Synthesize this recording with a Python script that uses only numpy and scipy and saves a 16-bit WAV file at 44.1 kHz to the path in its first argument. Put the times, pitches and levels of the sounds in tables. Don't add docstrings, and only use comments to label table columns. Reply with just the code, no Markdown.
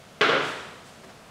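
import sys
import numpy as np
from scipy import signal
from scipy.fft import rfft, irfft
from scipy.io import wavfile
from scipy.ndimage import uniform_filter1d

SR = 44100
rng = np.random.default_rng(int(sys.argv[2]) if len(sys.argv) > 2 else 0)


def pcm_store(signal):
    levels = np.round(np.clip(np.atleast_2d(signal), -1, 1) * 32767)
    wavfile.write(sys.argv[1], SR, levels.astype(np.int16).T)


N = 57330

# frequency in Hz, relative spectral density in dB.
TONE_SPECTRUM = [(25, -18), (48, -12), (75, -7), (110, -3), (200, -0.5), (300, -9.5), (480, -8),
                 (660, -5.5), (900, -12), (1270, -11.5), (1950, -15), (2900, -16.5), (5600, -22.5),
                 (9000, -26.5), (15500, -39.5)]
# start in seconds, level in dB, force rise time in ms, thud frequency in Hz,
# relative thud level in dB.
IMPACTS = [(.2104, 0, .04, 430, -16), (.2902, -4.4, .055, 456, -15), (.3225, -12.5, .1, 513, -28),
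           (.3295, -12, .1, 526, -9), (.3435, -11.5, .11, 529, -8), (.364, -18, .15, 547, -1),
           (.422, -16.5, .08, 430, -15)]
# frequency in Hz, relative spectral density in dB.
CLACK_SPECTRUM = [(30, -44), (60, -33.5), (125, -9), (200, -13.5), (290, -9), (470, -2.5), (780, -8),
                  (1050, -3.5), (1400, 1), (1750, -3), (2400, -3.5), (3400, -4), (4300, -11), (6500, -19),
                  (9000, -26), (15000, -38)]
# frequency in Hz, relative spectral density in dB.
SNAP_SPECTRUM = [(100, -43), (1000, -13), (2000, -8), (3000, 9), (4200, -9), (7000, -11), (10000, -26),
                 (15000, -49)]
# frequency in Hz, relative level in dB, 60 dB decay time in seconds.
LID_MODES = [(1010, -34, 0.13), (2020, -20, 0.11), (2616, -43, 0.091), (3280, -40, 0.065)]
# frequency in Hz, relative level in dB, 60 dB decay time in seconds.
ROOM_MODES = [(126.8, -42, .83), (149.6, -43, .87), (279.2, -35, .7), (303, -41, .81), (353, -38, .81),
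              (377, -40, .83), (429.3, -32, .72), (465.9, -29, .72), (487.7, -41, .86), (545.6, -42, .85),
              (629.4, -40, .97), (665.4, -33, .87), (1211, -30, .79), (1264.6, -39, .88),
              (1354.8, -26, .77), (1378.2, -24, .55), (1413.3, -31, .8), (1451.8, -26, .55),
              (1542.1, -33, .82), (1594.2, -33, .83)]
# frequency in Hz, 60 dB decay time in seconds.
REVERB_TIMES = [(100, 1.2), (300, 1.06), (700, 1.127), (1400, .97), (2800, 1.017), (5000, 1.16),
                (9000, 1.16), (15000, 0.44)]
# delay in seconds, gain in dB.
EARLY_REFLECTIONS = [(.0019, -17.5), (.0047, -11.5), (.0058, -22.5), (0.0109, -18.5)]
# start in seconds, duration in seconds, level in dB.
CLOTH_STROKES = [(0.4, 0.13, -44), (0.834, 0.073, -52.5)]
# frequency in Hz, relative spectral density in dB.
CLOTH_SPECTRUM = [(100, -25), (1000, 2), (4000, 5), (8000, 3.5), (10500, -4.5), (15000, -18)]
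# start in seconds, duration in seconds, level in dB.
SHOE_STROKES = [(1.030, 0.028, -44.5), (1.082, 0.044, -48)]
# frequency in Hz, relative spectral density in dB.
SOLE_SPECTRUM = [(40, -27), (150, -21), (350, -1.5), (650, -3), (1200, -7), (3000, -17.5), (6000, -23.5),
                 (15000, -43)]


def amp(db):
    return 10 ** (np.asarray(db) / 20)


def curve_at(points, hz):
    frequencies, values = np.transpose(points)
    return np.interp(np.log(hz + 1), np.log(frequencies + 1), values)


def add(mix, start_s, sound):
    part = mix[round(start_s * SR):][:len(sound)]
    part += sound[:len(part)]


def through(x, response):
    return signal.fftconvolve(x, response)[:N]


def noise(spectrum):
    gain = amp(curve_at(spectrum, np.fft.rfftfreq(N, 1 / SR)))
    coloured = irfft(rfft(rng.standard_normal(N)) * gain, N)
    return coloured / np.sqrt(np.mean(coloured ** 2))


def room_tone(level_db=-49):
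    return amp(level_db) * noise(TONE_SPECTRUM)


def click(spectrum, size=8192):
    hz = abs(np.fft.fftfreq(size, 1 / SR))
    log_gain = np.log(amp(curve_at(spectrum, hz)))
    minimum_phase = np.exp(np.conj(signal.hilbert(log_gain)))
    pulse = np.fft.ifft(minimum_phase).real[:size // 2]
    return pulse / np.linalg.norm(pulse)


def contact_force(rise_ms):
    rise_times = np.arange(1, 200) / SR * 1000 / rise_ms
    force = rise_times * np.exp(-rise_times)
    return force / force.sum()


def ring(modes):
    t = np.arange(N) / SR
    return sum(amp(db) * 1000 ** (-t / t60) * np.sin(2 * np.pi * hz * t) for hz, db, t60 in modes)


def reverberation(build_cycles=2.6, spacing=8):
    echoes = np.zeros(N)
    slots = np.arange(SR // 1000, N - spacing, spacing)
    echoes[slots + rng.integers(0, spacing, len(slots))] = rng.choice([-1., 1.], len(slots))
    hz, t, bands = signal.stft(echoes, SR, nperseg=256)
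    swell = 1 - np.exp(-t * (hz[:, None] + 1) / build_cycles)
    decay = 1000 ** (-t / curve_at(REVERB_TIMES, hz)[:, None])
    tail = signal.istft(bands * swell * decay, SR)[1][:N]
    return tail / np.linalg.norm(tail)


def bathroom(direct_db=-16.5):
    response = reverberation()
    response[0] += amp(direct_db)
    for delay_s, db in EARLY_REFLECTIONS:
        add(response, delay_s, amp([db]))
    return response


def lid(clack_db=17, snap_db=4.5, snap_delay_s=.0047, thud_t60_s=.13, radiation_hz=199, build_s=.01):
    attack = through(bathroom(), amp(clack_db) * click(CLACK_SPECTRUM))
    add(attack, snap_delay_s, amp(snap_db) * click(SNAP_SPECTRUM))
    radiation = signal.butter(2, radiation_hz, "high", fs=SR, output="sos")
    upper_modes = ring(LID_MODES)
    build_up = 1 - np.exp(-np.arange(N) / SR / build_s)
    standing_waves = ring(ROOM_MODES) * build_up
    knocks = np.zeros(N)
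    for start_s, db, rise_ms, thud_hz, thud_db in IMPACTS:
        thud = ring([(thud_hz, thud_db, thud_t60_s)])
        body = signal.sosfilt(radiation, upper_modes + thud)
        knock = through(attack + body + standing_waves, contact_force(rise_ms))
        add(knocks, start_s, amp(db) * knock)
    return knocks


def strokes(rows):
    envelope = np.zeros(N)
    for start_s, length_s, db in rows:
        t = np.arange(0, length_s, 1 / SR)
        add(envelope, start_s, amp(db) * np.sin(np.pi * t / length_s))
    return envelope


def clothes(direct_db=-4, reverb_db=-2.5):
    hiss = strokes(CLOTH_STROKES) * noise(CLOTH_SPECTRUM)
    return amp(direct_db) * hiss + amp(reverb_db) * through(hiss, reverberation())


def shoe(reverb_db=-3):
    scuffs = strokes(SHOE_STROKES) * noise(SOLE_SPECTRUM)
    return scuffs + amp(reverb_db) * through(scuffs, reverberation())


def scene():
    return (lid() + shoe() + clothes() + room_tone())[None]


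def record(dry, cutoff_hz=15750):
    low_pass = signal.firwin(511, cutoff_hz, window=("kaiser", 9), fs=SR)
    return signal.oaconvolve(dry, low_pass[None], "same")


dry = scene()
out = record(dry)
pcm_store(out)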